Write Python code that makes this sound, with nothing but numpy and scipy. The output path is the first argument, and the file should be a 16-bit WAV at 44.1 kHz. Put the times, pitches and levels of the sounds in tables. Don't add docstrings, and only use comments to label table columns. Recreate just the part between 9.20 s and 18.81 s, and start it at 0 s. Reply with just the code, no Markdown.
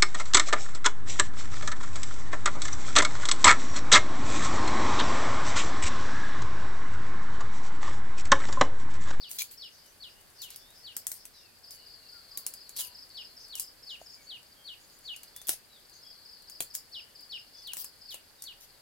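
import sys
import numpy as np
from scipy import signal
from scipy.fft import rfft, irfft, next_fast_len
from scipy.io import wavfile
from scipy.ndimage import uniform_filter1d

SR = 44100
rng = np.random.default_rng(int(sys.argv[2]) if len(sys.argv) > 2 else 0)


def persist_wave(psi):
    counts = np.round(np.clip(psi, -1, 1) * 32767).astype(np.int16)
    wavfile.write(sys.argv[1], SR, np.atleast_2d(counts).T)


N = 423801
TIME = np.arange(N) / SR

# frequency in Hz, level in dB.
SKIN_COLOUR = [(300, -25), (1500, -18.5), (3000, -16), (5000, -5.5), (7500, -0.5), (10000, 0), (13000, 0.5),
               (16000, -4.5)]


def undb(db):
    return 10 ** (np.asarray(db) / 20)


def unit(x):
    return x / np.sqrt(np.mean(x ** 2))


def on_bins(points, size):
    hz, value = np.transpose(points)
    bins_hz = np.fft.rfftfreq(size, 1 / SR)
    return np.interp(np.log(bins_hz + 1), np.log(hz), value)


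def colour(x, points, size=1024):
    cepstrum = irfft(np.log(undb(on_bins(points, size))))
    cepstrum[1:size // 2] *= 2
    cepstrum[size // 2 + 1:] = 0
    response = irfft(np.exp(rfft(cepstrum)))
    response /= np.linalg.norm(response)
    return signal.oaconvolve(x, np.atleast_2d(response))[:, :N]


def walk(rate):
    k = int(SR / rate)
    steps = np.repeat(rng.standard_normal(N // k + 1), k)
    smooth = uniform_filter1d(uniform_filter1d(steps, k), k)
    return unit(smooth[:N])


def add(track, s, sound):
    start = max(int(s * SR), 0)
    track[..., start:start + sound.shape[-1]] += sound[..., :N - start]


def beat(start, period, count):
    return start + period * np.arange(round(count))


def place(x, left_db, lag_us):
    size = next_fast_len(N)
    delay = np.exp(-2j * np.pi * np.fft.rfftfreq(size, 1 / SR) * lag_us / 10 ** 6)
    late = irfft(rfft(x[-1], size) * delay, size)[:N]
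    return np.array([x[0] * undb(left_db / 2), late * undb(-left_db / 2)])


def scatter(x, t60, build_s, left_db):
    t = TIME[:SR]
    decay = undb(-60 * t / t60)
    build = 1 - np.exp(-t / build_s)
    echoes = rng.standard_normal((2, SR)) * decay * build
    echoes /= np.linalg.norm(echoes, axis=1, keepdims=True)
    return signal.oaconvolve(x, echoes, axes=1)[:, :N] * undb([[left_db / 2], [-left_db / 2]])


def note(shape, waver):
    s, hz, db = shape
    t = np.arange(s[0], s[-1], 1 / SR)
    tremble = unit(uniform_filter1d(rng.standard_normal(len(t)), size=90))
    pitch = np.interp(t, s, hz) * (1 + waver * tremble)
    phase = 2 * np.pi * np.cumsum(pitch) / SR
    return np.sqrt(2) * undb(np.interp(t, s, db)) * np.sin(phase)


def air():
    # frequency in Hz, level in dB.
    air_colour = [(15, -21), (25, 4.5), (49, -5), (97, -3.5), (149, -8), (545, -7), (1330, -11), (1560, -8),
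                  (2610, -13), (3720, -12.5), (4740, -16), (5880, -15.5), (9320, -13), (14400, -14),
                  (16000, -23)]
    # frequency in Hz, left-right correlation from 0 to 1.
    air_likeness = [(30, 0.11), (80, 0.74), (250, 0.384), (1000, 0.27), (3000, 0.19), (12000, 0.011)]
    size = next_fast_len(N)
    mid, side = rfft(rng.standard_normal((2, size)))
    likeness = np.clip(on_bins(air_likeness, size), 0, 1)
    opposite = np.array([[1], [-1]])
    pair = mid * np.sqrt(1 + likeness) + opposite * side * np.sqrt(1 - likeness)
    rush = unit(irfft(pair * undb(on_bins(air_colour, size)), size)[:, :N])
    level_db = -59 + 0.5 * walk(2.072)
    return place(rush * undb(level_db), left_db=0.3, lag_us=0)


def insects():
    # time in seconds, level in dB before chorus_trim_db.
    chorus_levels = [(0.0, -53), (0.96, -69.5), (1.79, -65.5), (2.27, -65.5), (2.67, -60.5), (4.33, -62),
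                     (4.44, -64.5), (5.8, -63), (5.99, -58), (6.52, -65), (7.0, -61), (7.86, -64),
                     (8.26, -59.5), (9.6, -64)]
    # frequency in Hz, level in dB.
    insect_band = [(3000, -30.5), (3900, -17), (4350, -2), (4750, 0.5), (5150, -6.5), (5700, -19),
                   (7000, -52)]
    chorus_trim_db = 0.5
    shared, left, right = (rng.standard_normal(N) * undb(3.8 * walk(80)) for _ in range(3))
    chorus = unit(colour(0.75 * shared + np.array([left, right]), insect_band))
    level_db = chorus_trim_db + np.interp(TIME, *np.transpose(chorus_levels))
    return place(chorus * undb(level_db), left_db=2, lag_us=43)


def rough_bursts():
    # start in seconds, number of bursts,
    # seconds from burst to burst, resonance in Hz, rms level in dB before the mix of direct sound and echo.
    burst_groups = [(0.484, 2, 0.3, 4945, -59), (0.495, 2, 0.14, 6050, -61.5),
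                    (1.127, 6, 0.198, 5140, -54.5), (4.181, 1, 0.081, 6100, -55.5),
                    (4.674, 4, 0.11, 6780, -59), (5.589, 4, .109, 6800, -61), (6.722, 1, 0.086, 6440, -56),
                    (8.349, 1, .13, 5900, -59)]
    duty, grains_per_s = 0.62, 900
    song, t = np.zeros((1, N)), TIME[:SR // 100]
    for start, bursts, period, hz, db in burst_groups:
        n = int(duty * period * SR)
        ring = t * np.exp(-t / 0.00037) * np.sin(2 * np.pi * hz * t)
        for s in beat(start, period, count=bursts):
            grains = (rng.random(n) < grains_per_s / SR) * rng.standard_normal(n)
            burst = np.convolve(grains, ring)[:n] * signal.windows.tukey(n, .6)
            add(song, s, unit(burst) * undb(db))
    direct = undb(-12.5) * place(song, left_db=8, lag_us=19)
    return direct + undb(-5) * scatter(song, t60=0.197, build_s=0.001, left_db=3.0)


def far_birds():
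    calls = list([(0.951, .06, 2790, 3050, -64), (1.383, .17, 3480, 4060, -63),
                  (2.116, 0.1086, 4150, 3258, -62.5), (2.19, .13, 2820, 2320, -66.5),
                  (2.549, .12, 2960, 2690, -66), (2.911, .11, 1446, 1280, -64),
                  (3.077, 0.21, 1147, 980, -67.5), (3.586, .17, 1016, 951, -67.5),
                  (4.049, 0.13, 4120, 4600, -61), (4.96, 0.085, 2340, 2057, -64.5),
                  (5.356, 0.112, 3260, 3140, -62.5), (6.14, 0.088, 3420, 3680, -57),
                  (6.485, .12, 4030, 3020, -60), (6.834, 0.084, 3320, 3290, -59),
                  (8.333, 0.11, 3455, 3550, -66), (9.167, .08, 3870, 3180, -63.5),
                  (9.468, 0.11, 4378, 3480, -69)])
    gap_s, length_s, centre_hz, fall_ratio, faint_db = .9, 0.079, 2710, 0.92, -67
    beats = np.arange(0, TIME[-1] - gap_s, gap_s)
    for s, (late, high) in zip(beats, rng.random((len(beats), 2))):
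        first_hz = centre_hz * (1 + .15 * high)
        calls.append((s + late * gap_s, length_s, first_hz, first_hz * fall_ratio, faint_db))

    song = np.zeros((1, N))
    u = np.linspace(0, 1, 9)
    fade_db = -16 * np.abs(2 * u - 1) ** 3
    for s, length, first_hz, last_hz, db in calls:
        glide = first_hz + (last_hz - first_hz) * u ** 2.1
        add(song, s, note((u * length, glide, db + fade_db), waver=0.0137))
    direct = undb(-2.0) * place(song, left_db=3.0, lag_us=11)
    return direct + undb(-3.5) * scatter(song, t60=0.38, build_s=.003, left_db=0.5)


def chipper():
    # first chip in seconds, number of runs,
    # seconds from run to run, pitch ratio, level in dB before spread and mix.
    chip_bouts = [(.380, 1, .225, 1.01, -45.5), (2.443, 6, .2243, .985, -46), (2.56, 7, .2243, .91, -53),
                  (3.752, 2, .224, 1.005, -44), (4.172, 4, .231, 1.01, -46), (6.72, 4, .2248, .92, -53),
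                  (6.833, 6, .2248, 1, -46), (8.117, 4, .234, 1, -46.5)]
    # seconds from its centre, pitch in Hz before ratio and spread,
    # relative level in dB.
    chip_shape = [(-.009, 5560, -21), (-.004, 5266, -7), (0, 5120, -3), (.005, 4876, -2.5),
                  (.011, 4625, -8.5), (0.018, 4357, -13)]
    chip_beat_s, run_pitch_spread, chip_pitch_spread, chip_spread_db = .0368, .012, 0.0088, 0.76
    song = np.zeros((1, N))
    dt, hz, shape_db = np.transpose(chip_shape)
    for start, runs, period, ratio, db in chip_bouts:
        for run_s in beat(start, period, count=runs):
            run_pitch = ratio * (1 + run_pitch_spread * rng.standard_normal())
            for s in beat(run_s, chip_beat_s, count=3):
                wobble, effort = rng.standard_normal(2)
                pitch = hz * run_pitch * (1 + chip_pitch_spread * wobble)
                levels = shape_db + db + chip_spread_db * effort
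                add(song, s + dt[0], note((dt, pitch, levels), waver=0.015))
    leaves = undb(-5.5) * scatter(song, t60=0.12, build_s=0.0029, left_db=-1.5)
    dull = signal.lfilter(*signal.butter(4, 4900, "low", fs=SR), song)
    trees = undb(-0.5) * scatter(dull, t60=0.226, build_s=0.0033, left_db=6.5)
    return undb(-1.5) * place(song, left_db=3.0, lag_us=22) + leaves + trees


def whistler():
    # time of the bend in seconds, level in dB before the shape, time stretch.
    whistles = [(.048, -44, 0.87), (0.438, -43, 0.91), (.847, -44, 0.9), (1.239, -44.5, 1.06),
                (1.682, -44, 0.96), (3.607, -43, 1.11), (3.985, -40.5, 0.86), (4.342, -42.5, 0.95),
                (4.711, -39.5, 0.98), (5.121, -41, 1.1), (5.495, -41.5, 1.02), (5.895, -37.5, 1.03),
                (7.759, -39, 0.87), (8.135, -37.5, 0.88), (8.484, -39.5, 0.86), (8.92, -42.5, 0.83),
                (9.286, -42.5, .85)]
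    # seconds from the bend before stretching, pitch in Hz before a small
    # random bend, relative level in dB before the weighting.
    slur_shape = [(-.054, 4340, -29), (-.044, 4460, -14), (-.036, 4540, -10), (-.023, 4420, -12.5),
                  (-.017, 4140, -5.5), (-.011, 3736, -4.5), (-.001, 3250, -4.5), (.011, 2986, -3.5),
                  (.027, 2900, -5), (.039, 2850, -6), (0.047, 2535, -12.5), (.052, 2200, -22)]
    low_end_db, usual_db, low_end_per_db = -1.5, -40.5, 0.79
    song = np.zeros((1, N))
    dt, hz, shape_db = np.transpose(slur_shape)
    for s, db, stretch in whistles:
        weight_db = low_end_db + low_end_per_db * (db - usual_db)
        levels = db + shape_db + weight_db * np.clip(dt / 0.02, -1.2, 1)
        pitch = hz * (1 + 0.0046 * rng.standard_normal(len(hz)))
        add(song, s + dt[0] * stretch, note((dt * stretch, pitch, levels), waver=.006))
    bright = signal.lfilter(*signal.butter(2, 3650, "high", fs=SR), song)
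    leaves = undb(2.5) * scatter(bright, t60=0.2, build_s=0.00066, left_db=2.5)
    trees = undb(-19) * scatter(song, t60=0.56, build_s=0.016, left_db=-4.0)
    return place(song, left_db=2.8, lag_us=18) + leaves + trees


def tray():
    # time in seconds, level in dB before the modes.
    knocks, taps = [(4.815, -35.5), (6.338, -46), (7.405, -38.5)], [(.187, -46), (.209, -36), (.219, -31.5)]
    # frequency in Hz, time to fall 60 dB in seconds, relative level in dB.
    knock_modes, tap_modes = [(194.5, 0.022, -24), (574, 0.018, -17), (667, 0.019, 0), (1150, .0075, -16)], [(2270, 0.012, -2.5), (2370, 0.0333, 0)]
    hits, t = np.zeros((2, N)), TIME[:SR // 10]
    onset = 1 - np.exp(-t / 0.00048)
    for blows, modes in (knocks, knock_modes), (taps, tap_modes):
        ring = np.zeros(len(t))
        for hz, t60, db in modes:
            ring += undb(db) * np.exp(-np.log(1000) * t / t60) * np.sin(2 * np.pi * hz * t)
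        for s, db in blows:
            add(hits, s, undb(db) * ring * onset)
    return hits


def fingertips():
    chance = 14 * undb(3.4 * walk(3.5)) / SR
    sizes = undb(3.7 * np.minimum(rng.exponential(size=N), 3)) * rng.choice([-1, 1], N)
    strikes = (rng.random(N) < chance) * sizes
    t = TIME[:SR // 200]
    grain = rng.standard_normal((2, len(t))) * np.exp(-t / 0.00053)
    crackles = signal.oaconvolve([strikes], grain, axes=1)[:, :N]
    ticks = colour(crackles, SKIN_COLOUR) * undb(-56)
    return place(ticks, left_db=6.0, lag_us=24) + scatter(ticks, t60=0.056, build_s=0.0009, left_db=9)


def peeling():
    # start in seconds, level in dB before a common 5 dB cut,
    # low body in dB relative to the snap before a common 6 dB cut.
    snaps = [(.114, -27.5, -21), (.187, -27, -26.5), (0.194, -33, -13), (.220, -24, -11),
             (1.218, -34.5, -23), (1.304, -35.5, -11), (1.360, -34, -18), (1.766, -22, -9.5),
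             (1.868, -21.5, -15.5), (1.917, -25, -13), (2.054, -35.5, -3), (2.508, -36.5, -18.5),
             (3.174, -22.5, -11), (3.265, -20.5, -15), (3.338, -34, -8), (3.493, -35.5, -12),
             (3.567, -33, -15.5), (3.593, -28.5, -3.5), (4.354, -29, -22), (4.397, -21, -22),
             (5.963, -35.5, -15), (6.033, -38.5, -2), (6.163, -32.5, -5.5), (6.216, -37, -3.5),
             (6.285, -21.5, -22), (6.292, -13, -7.5), (7.298, -37.5, -12), (7.405, -19.5, -1.5),
             (7.423, -30, -18), (7.551, -23.5, -32.5), (8.473, -38, -8.5), (8.534, -26.5, -2.5),
             (8.569, -30.5, -4), (8.644, -30, -4.5), (8.943, -33, 2), (9.222, -31.5, -26),
             (9.239, -34, -20)]
    # start in seconds, length in seconds, rms level in dB before colouring,
    # mid-range body in dB relative to that level.
    tears = [(0.084, 0.1, -46.5, -13), (0.179, 0.0467, -37, 1.5), (0.301, 0.055, -50, -14),
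             (1.213, 0.046, -45.5, -9), (1.278, 0.082, -58.5, 2.5), (1.868, 0.13, -51.5, -26),
             (2.502, 0.064, -53, -6), (3.556, 0.067, -37, -17), (3.591, .03, -35.5, -19),
             (3.623, 0.065, -48, -12), (4.36, 0.0818, -44.5, -22), (6.267, 0.017, -38, -6),
             (6.291, 0.0591, -40, -10.5), (7.534, 0.04, -43.5, -34.5), (8.56, 0.073, -41, -15),
             (8.896, 0.055, -52, -1), (9.397, 0.061, -55, -7.5)]
    # frequency in Hz, level in dB.
    body_colour, tear_colour = [(40, -14), (120, 1.5), (300, -4.5), (700, -2), (1400, -6), (2600, -3.5),
                                (4500, 3), (8000, -23.5), (16000, -2)], [(200, -26), (1500, -22), (2250, -0.5), (3500, 6), (5000, 5),
                                              (8000, 7), (16000, -36.5)]
    crack_ms, fractures_per_s = 1.332, 1500
    skin, body, rough = np.zeros((3, 2, N))
    t = TIME[:SR // 20]
    age = t / (crack_ms / 10 ** 3)
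    force = np.exp(-age ** 2 / 2) + 0.43 * np.exp(-age / 4)
    for s, db, body_db in snaps:
        shared, left, right = rng.standard_normal((3, len(t)))
        crack = (shared + 0.571 * np.array([left, right])) * force * undb(db - 5.0)
        add(skin, s, crack)
        add(body, s, crack * undb(body_db))
    for s, length, db, body_db in tears:
        n = int(length * SR)
        sizes = undb(3.3 * np.minimum(rng.exponential(size=n), 3.5))
        fractures = (rng.random(n) < fractures_per_s / SR) * sizes * rng.choice([-1, 1], n)
        grain = rng.standard_normal((2, len(t))) * np.exp(-t / 0.00031)
        crackle = signal.fftconvolve([fractures], grain, axes=1)[:, :n]
        crackle = unit(crackle * signal.windows.tukey(n, .5)) * undb(db)
        add(skin, s, crackle)
        add(rough, s, crackle * undb(body_db))
    near = colour(skin, SKIN_COLOUR) + undb(-6.0) * colour(body, body_colour) + colour(rough, tear_colour)
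    echo = undb(-3.0) * scatter(near, t60=0.15, build_s=0.00038, left_db=2.0)
    return place(near, left_db=2.0, lag_us=22.7) + echo


def scene():
    background = air() + insects() + rough_bursts()
    birds = far_birds() + chipper() + whistler()
    hands = tray() + fingertips() + peeling()
    return background + birds + hands


def record(dry):
    top_hz = 15900
    low_pass = signal.ellip(8, .2, 70, top_hz, fs=SR, output="sos")
    return signal.sosfilt(low_pass, dry)


dry = scene()
out = record(dry)
persist_wave(out)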